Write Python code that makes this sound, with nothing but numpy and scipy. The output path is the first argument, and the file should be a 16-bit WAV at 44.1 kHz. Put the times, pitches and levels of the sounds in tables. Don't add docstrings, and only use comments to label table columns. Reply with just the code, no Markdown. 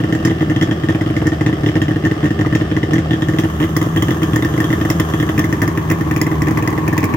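import sys
import numpy as np
from scipy import signal
from scipy.fft import rfft, irfft
from scipy.io import wavfile
from scipy.ndimage import uniform_filter1d

SR = 44100
rng = np.random.default_rng(int(sys.argv[2]) if len(sys.argv) > 2 else 0)


def wav_record(signal):
    frames = np.transpose(np.atleast_2d(signal))
    bounded = np.clip(frames, -1, 1)
    quanta = np.round(bounded * 32767).astype(np.int16)
    wavfile.write(sys.argv[1], SR, quanta)


N = 315756
TIME = np.arange(N) / SR

# (time [s], strength of the burn [dB])
BANGS = [(0.0004, -12.5), (0.0358, -9.5), (0.1235, -5.5), (0.1488, -8), (0.2483, 0), (0.2724, -7),
         (0.2969, -11), (0.309, -10.5), (0.407, -11), (0.4198, -9.5), (0.497, -7.0), (0.51, -10),
         (0.5606, -7), (0.6106, -6.0), (0.6228, -1), (0.6839, -16), (0.7098, -6.5), (0.8341, -9.5),
         (0.8849, -4.5), (0.897, -7), (0.9466, -8.5), (1.0093, -7.5), (1.06, -14), (1.0995, -12.0),
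         (1.1641, -6), (1.2151, -12.0), (1.2541, -12), (1.267, -1.5), (1.3174, -9.5), (1.408, -6.5),
         (1.4614, -4), (1.487, -11), (1.5263, -10.5), (1.6329, -9.5), (1.6603, -6), (1.6866, -8),
         (1.753, -5.5), (1.7655, -9.5), (1.8154, -3), (1.8807, -9.5), (1.907, -8.5), (1.9578, -10),
         (2.0361, -14), (2.0494, -4), (2.061, -6), (2.111, -7.5), (2.228, -10.5), (2.241, -8),
         (2.2548, -5.5), (2.3042, -8), (2.3892, -9), (2.4091, -6.5), (2.4597, -8.0), (2.5239, -6.5),
         (2.5492, -1.0), (2.61, -9), (2.7128, -9.5), (2.7642, -5.5), (2.8291, -6.5), (2.919, -17),
         (2.932, 0.0), (2.9566, -7.5), (2.9807, -7.5), (3.107, -6.0), (3.1316, -5.5), (3.2197, -5.5),
         (3.284, -5.5), (3.3345, -10), (3.3847, -0.5), (3.4342, -8.5), (3.4463, -11), (3.5996, -10.0),
         (3.6132, -8.5), (3.626, -7.5), (3.638, -9), (3.7635, 0), (3.813, -5.5), (3.8605, -12.0),
         (3.96, -6.0), (3.972, -6), (4.0215, -1.5), (4.082, -6.5), (4.1054, -6.5), (4.217, -11.5),
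         (4.2295, -7.0), (4.3319, -7.5), (4.3579, -2), (4.3835, -13), (4.4223, -6), (4.4465, -5.0),
         (4.537, -12.5), (4.5758, -9), (4.601, -4), (4.6407, -7), (4.7019, -8), (4.7269, -4),
         (4.8107, -8.5), (4.8489, -8.5), (4.8997, -0.5), (4.9967, -3), (5.1354, -6), (5.1986, -6.5),
         (5.225, -8.5), (5.2887, -6), (5.3773, -4.5), (5.3908, -2.5), (5.44, -6), (5.525, -5.5),
         (5.6165, -2), (5.6277, -5.5), (5.6758, -6), (5.7731, -6.5), (5.8992, -6), (5.9112, -2),
         (6.008, -9.5), (6.11, -6), (6.1617, -5), (6.213, -1.5), (6.2644, -7.5), (6.3135, -9),
         (6.4179, -5.5), (6.4692, -9), (6.4824, -9.5), (6.5072, -9), (6.572, -5.0), (6.6235, -10),
         (6.6739, -4.0), (6.726, -12.5), (6.7758, -9), (6.8772, -6), (6.9266, -7), (6.9772, -3.5),
         (7.028, -8.5), (7.039, -5), (7.1373, -7.0)]
# (time [s], place [0 side, 1 footboard, 2 hood])
WALK_PLACES = [(0, 0.082), (3.1, 0), (3.6, 1.026), (5.15, 1.04), (5.7, 1.61), (7.1, 1.93)]
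# (time [s], relative level [dB])
RUNNING_LEVEL = [(0.0, -28), (3.7, -28), (4.57, -25), (5.74, -25), (7.16, -21)]
# (frequency [Hz], relative level [dB])
SIDE_COLOUR = [(260, -15), (450, -2), (741, -2), (951, -16), (1170, -4), (1390, -11.5), (1540, -12),
               (1810, -9.5), (2360, -21.5), (3120, -15.5), (4120, -30), (5220, -24.5), (6790, -33),
               (8460, -38), (15000, -52)]
# (frequency [Hz], relative level [dB])
BOARD_COLOUR = [(260, -10), (450, -2), (794, -4), (882, -9.5), (1150, -0.5), (1470, -10.5), (1750, -5),
                (2100, -21), (2400, -22), (3190, -15.5), (4170, -32), (6430, -21), (8540, -34),
                (14800, -26.5), (16000, -38)]
# (frequency [Hz], relative level [dB])
HOOD_COLOUR = [(260, 6.5), (450, -6), (507, -8.5), (726, -9.5), (950, -1.5), (1140, 2), (1260, -31),
               (1360, -22), (1860, -12), (2790, -27), (3490, -31), (4110, -30.5), (6060, -40), (9340, -45),
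               (15100, -32), (16000, -45)]
# (frequency [Hz], relative level [dB])
RUMBLE_COLOUR = [(20, -19), (40, -10.5), (55, -5.5), (80, -20), (105, 3.5), (135, 0), (170, 0.5),
                 (205, 3.5), (245, -4.5), (310, -4.5), (400, -1), (520, -25), (900, -45)]
# (base frequency [Hz], width [Hz],
# relative level from the side [dB], at the footboard [dB], over the hood [dB])
SHELL_MODES = [(1119, 112, -24, -12.5, -19), (1825, 123, -5.5, -10.5, -16), (1983, 236, 0, 0.5, -3.5),
               (2290, 394, -2, -1.5, 3), (3130, 289, -6.5, -2.5, -37), (3400, 258, -11, -6.5, -24.5)]
# (frequency [Hz], relative level [dB])
SPIT_COLOUR = [(2000, 2), (2800, -26), (3400, -17), (4250, -13.5), (5250, 2), (5900, 0), (6850, 1),
               (8600, -13), (11000, -4.5), (13000, -9), (15200, 1.5), (16200, -4)]
# (base frequency [Hz], width [Hz], relative level [dB])
CLUTCH_MODES = [(1767, 25, -10.5), (3000, 260, 2.5), (3250, 210, -8), (3600, 280, -14)]
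CLUTCH_PLACE_DB = [-31.5, -33.5, -41]
# (frequency [Hz], width [Hz], relative level [dB])
PIPE_MODES = [(95.3, 25.6, -8), (121.2, 77, -9.5), (219, 15.8, -17.5), (313.4, 86.1, -1.5),
              (322.8, 57.4, 2.25), (340.7, 32, -14), (473.4, 66, -21)]
# (frequency [Hz], relative level [dB])
BARK_COLOUR = [(200, -84), (420, -5), (560, 0.5), (680, -3), (850, -5.5), (1100, -6), (1400, -7),
               (1750, -7.5), (2500, -29), (5000, -35)]
# (time [s], level [dB])
KNOCKS = [(2.4489, -21.5)]
# (base frequency [Hz], width [Hz], relative level [dB])
KNOCK_MODES = [(1210, 140, -3), (1650, 360, -8), (2720, 900, -6), (5200, 2500, -20)]
# (frequency [Hz], difference [dB])
EAR_BALANCE = [(60, -0.5), (110, 1), (200, 0.5), (380, -1.5), (700, -1.5), (1290, 4), (2380, -0.5),
               (4400, -5), (8120, 3.5), (15000, 1)]

STROKE_S = .0127
BOOM_DB, BOOM_SLOPE, BOOM_NEAR_DB = 0.78, 0.29, -0.88
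CRACK_DB, CRACK_SLOPE, CRACK_KNEE_DB = -20, 1.23, -3.5
SPIT_DB, SPIT_SLOPE, SPIT_NEAR_DB = -27.5, 1.76, 3.5
GRAIN_HZ, GRAIN_DB = 1104, 2.5
REFILL_STROKES, THUMP_CHANCE, THUMP_DB = 4, 0.66, -8.5
TOP_HZ = 15850


def undb(db):
    return 10 ** (np.asarray(db) / 20)


def curve(rows):
    return np.interp(TIME, *np.transpose(rows))


def colour_db(points):
    hz, db = np.transpose(points)
    spectrum_hz = np.arange(N // 2 + 1) * SR / N
    return np.interp(np.log(spectrum_hz + 1), np.log(hz), db)


def walk(rate):
    hold = int(SR / rate)
    levels = np.repeat(rng.standard_normal(N // hold + 1), hold)
    smooth = uniform_filter1d(uniform_filter1d(levels, hold), hold)
    return 1.84 * smooth[:N]


def noise(points, channels=2):
    spectrum_hz = np.arange(N // 2 + 1) * SR / N
    low_cut = np.minimum(spectrum_hz / points[0][0], 1) ** 4
    white = rng.standard_normal((channels, N))
    coloured = irfft(rfft(white) * undb(colour_db(points)) * low_cut, N)
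    return coloured / coloured.std()


def pulses(times, sizes):
    return np.bincount(np.maximum(times * SR, 0).astype(int), sizes, N)[:N]


def ring(x, response):
    return signal.fftconvolve(np.atleast_2d(x), np.atleast_2d(response), axes=1)[:, :N]


def puffs(times, db, rise_s, fall_s):
    t = TIME[:SR // 8]
    shape = (1 - np.exp(-t / rise_s)) * np.exp(-t / fall_s)
    power_shape = (shape / shape.max()) ** 2
    power = ring(pulses(times, undb(db) ** 2), power_shape)
    return np.sqrt(np.abs(power))


def mode(t, hz, width):
    return np.exp(-np.pi * width * t) * np.cos(2 * np.pi * hz * t + np.arctan(width / hz / 2))


def strike(times, db, modes, mode_db, pitch, rise_s, detune, vary_db):
    t = TIME[:SR // 25]
    hz, width = modes.T[:, :, None]
    freedom = np.minimum(width / 300, 1) ** 2
    swell = (1 - np.exp(-t / rise_s)) ** 2
    chance = rng.standard_normal((len(times), 2, len(modes), 1))
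    out = np.zeros(N + SR)
    for when, level, mix_db, ratio, (shift, size) in zip(times, db, mode_db, pitch, chance):
        moved_hz = hz * (1 + (ratio - 1 + detune * shift) * freedom)
        loudness = undb(mix_db[:, None] + vary_db * size)
        blow = np.sum(loudness * mode(t, moved_hz, width), axis=0) * swell
        start = int(max(when, 0) * SR)
        out[start:start + len(t)] += blow * undb(level) / blow[:SR // 220].std()
    return out[:N]


def ports(x, lag_s):
    return np.array([x, np.interp(TIME - lag_s, TIME, x)])


def strokes():
    bang_s = np.array(BANGS)[:, 0]
    steps = np.maximum(1, np.round(np.diff(bang_s) / STROKE_S))
    hard = np.r_[0, np.cumsum(steps)].astype(int)
    return np.interp(np.arange(hard[-1] + 1), hard, bang_s), hard


def burn(strength_db, place):
    boom_db = BOOM_DB + BOOM_SLOPE * strength_db + BOOM_NEAR_DB * place
    crack_db = CRACK_DB + CRACK_SLOPE * np.minimum(strength_db - CRACK_KNEE_DB, 0)
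    spit_db = SPIT_DB + SPIT_SLOPE * strength_db
    return boom_db, crack_db, spit_db


def after_burn(times, hard, bang_db, idle_db, drop_db, scatter_db):
    index = np.arange(len(times))
    last = np.searchsorted(hard, index, side="right") - 1
    fading_db = bang_db[last] - drop_db * np.sqrt(index - hard[last])
    db = np.maximum(fading_db, idle_db) + scatter_db * rng.standard_normal(len(times))
    db[hard] = bang_db
    return db


def running(times, place, gain_db=-1, tick_db=-1, scatter_db=3, steady=0.7, common=0.27):
    rustle = 0
    for k, colour in enumerate((SIDE_COLOUR, BOARD_COLOUR, HOOD_COLOUR)):
        nearness = np.maximum(1 - np.abs(place - k), 0)
        rustle = rustle + np.sqrt(nearness) * noise(colour, channels=3)
    straight = np.sqrt(common) * ports(rustle[2], lag_s=0.00022)
    leaked = np.sqrt(1 - common) * rustle[:2]
    stroke_db = tick_db + scatter_db * rng.standard_normal(len(times))
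    ticks = puffs(times + 0.00195, stroke_db, rise_s=0.00017, fall_s=0.011)
    return (straight + leaked) * np.hypot(steady, ticks) * undb(curve(RUNNING_LEVEL) + gain_db)


def drone(times, bang_s, place, near_db=1.5, break_db=-9):
    phase = 2 * np.pi * np.interp(TIME, times, np.arange(len(times)))
    tone = 0
    for k, db in ((1, -24), (2, -21.5)):
        tone = tone + undb(db + 2 * walk(18)) * np.sin(k * phase + .25 * walk(20))
    broken = np.minimum(puffs(bang_s, np.zeros(len(bang_s)), rise_s=0.0082, fall_s=0.014)[0], 1)
    return tone * undb(near_db * place + break_db * broken)


def gas_rumble():
    return undb(-25) * ports(noise(RUMBLE_COLOUR, channels=1)[0], lag_s=.00014)


def cracks(times, db, place, lag_s=.0006, rise_s=0.0012, steepen=0.059, knee_db=-20.5, hood_db=2, heat=0.03):
    shell = np.array(SHELL_MODES)
    where = np.interp(times, TIME, place)
    mode_db = np.transpose([np.interp(where, np.arange(3), row[2:]) for row in shell])
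    pitch = 1 + steepen * np.maximum(db - knee_db, 0) + heat * rng.standard_normal(len(times))
    heard_db = db + hood_db * where / 2
    return strike(times + lag_s, heard_db, shell[:, :2], mode_db, pitch, rise_s, detune=0.026, vary_db=4.5)


def spits(times, db, place, lag_s=0.0014, shade_hz=8500, close_db=4, side_db=-9, sharpen=0.061, knee_db=-28):
    hiss = noise(SPIT_COLOUR) * undb(GRAIN_DB * walk(GRAIN_HZ))
    high_pass = signal.butter(4, shade_hz, "high", fs=SR, output="sos")
    top = signal.sosfiltfilt(high_pass, hiss)
    snap = (hiss - top) * puffs(times + lag_s, db + 5.5, rise_s=0.0005, fall_s=0.0032)
    fizz_db = db + sharpen * (db - knee_db)
    fizz = top * puffs(times + lag_s, fizz_db, rise_s=0.0023, fall_s=0.0044)
    shade_db = np.interp(place, [0, 1], [side_db, 0])
    return snap + fizz * undb(close_db + shade_db)


def rattle(times, jerk_db, place, scatter_db=2, lag_s=0.001853, loose_s=0.00045):
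    clutch = np.array(CLUTCH_MODES)
    size, late = rng.standard_normal((len(times), 2)).T
    where = np.interp(times, TIME, place)
    heard_db = np.interp(where, np.arange(len(CLUTCH_PLACE_DB)), CLUTCH_PLACE_DB)
    db = jerk_db + heard_db + scatter_db * np.minimum(size, 1)
    mode_db = np.tile(clutch[:, 2], (len(times), 1))
    clack_s = times + lag_s + loose_s * late
    return strike(clack_s, db, clutch[:, :2], mode_db, np.ones(len(times)), rise_s=.0002, detune=.04, vary_db=4)


def exhaust(times, fired, boom_db, weak_db=-24, scatter_db=4, lag_s=0.00255, soft_hz=770, gain_db=51.5):
    db = weak_db + scatter_db * rng.standard_normal(len(times))
    db[fired] = boom_db
    t = TIME[:SR // 6]
    pipe = 0
    for k, (hz, width, level_db) in enumerate(PIPE_MODES):
        sense = -(-1) ** k
        pipe = pipe + sense * undb(level_db) * 2 * np.pi * width / SR * mode(t, hz, width)
    push = t * np.exp(-2 * np.pi * soft_hz * t)
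    pipe_sound = ring(pulses(times + lag_s, undb(db + gain_db)), pipe)
    return ring(pipe_sound, push / push.sum())[0]


def barks(times, boom_db, place, bark_db=-20.5, near_db=1, lag_s=0.008):
    hoarse = noise(BARK_COLOUR, channels=3)
    hoarse = 0.85 * ports(hoarse[2], lag_s=.0003) + 0.74 * hoarse[:2]
    burst = puffs(times + lag_s, boom_db + bark_db, rise_s=0.00066, fall_s=0.0033)
    return hoarse * burst * undb(near_db * place)


def yard(x, wall_s=0.02, wall_db=-12, tail_db=-1.0, t60_s=0.15, build_s=0.00053, dull_hz=11000):
    t = TIME[:SR // 3]
    tail = rng.standard_normal((2, len(t))) * undb(-60 * t / t60_s) * (1 - np.exp(-t / build_s))
    response = tail * undb(tail_db) / np.linalg.norm(tail[0])
    response[:, int(wall_s * SR)] += undb(wall_db)
    low_pass = signal.butter(2, dull_hz, fs=SR, output="sos")
    return ring(x, signal.sosfilt(low_pass, response))


def thumps(hard):
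    long_gap = np.diff(hard) > REFILL_STROKES + 1
    due = hard[:-1][long_gap] + REFILL_STROKES
    return due[rng.random(len(due)) < THUMP_CHANCE]


def knocks():
    times, db = np.transpose(KNOCKS)
    modes = np.array(KNOCK_MODES)
    return strike(times, db, modes[:, :2], [modes[:, 2]], [1], rise_s=0.00014, detune=.01, vary_db=6.5)


def scene():
    bang_s, strength_db = np.transpose(BANGS)
    times, hard = strokes()
    place = np.clip(curve(WALK_PLACES), 0, 2)
    boom_db, crack_db, spit_db = burn(strength_db, np.interp(bang_s, TIME, place))
    soft = thumps(hard)
    fired = np.r_[hard, soft]
    fired_db = np.r_[boom_db, np.full(len(soft), THUMP_DB)]

    engine = running(times, place)
    hum = drone(times, bang_s, place)
    rumble = gas_rumble()
    crack_db = after_burn(times, hard, crack_db, idle_db=-43, drop_db=16.5, scatter_db=2.0)
    crack = cracks(times, crack_db, place)
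    spit_db = after_burn(times, hard, spit_db, idle_db=-67.5, drop_db=18, scatter_db=7.5)
    spit = spits(times, spit_db, place) * undb(SPIT_NEAR_DB * place)
    jerk_db = after_burn(times, hard, boom_db, idle_db=-15, drop_db=14, scatter_db=3)
    clack = rattle(times, jerk_db, place)
    boom = exhaust(times, fired, fired_db) + hum
    bark = barks(times[fired], fired_db, place)
    metal = crack + clack + knocks()

    direct = ports(boom, lag_s=.00016) + ports(metal, lag_s=.00009) + spit
    echo = yard(metal + spit * undb(2 - 5.2 * place) + boom * undb(-60.0))
    return direct + echo + bark + rumble + engine


def record(dry):
    left_db = colour_db(EAR_BALANCE)
    heard = irfft(rfft(dry) * undb(np.array([left_db, -left_db]) / 2), N)
    return signal.sosfilt(signal.ellip(10, .2, 80, TOP_HZ, fs=SR, output="sos"), heard)


dry = scene()
out = record(dry)
wav_record(out)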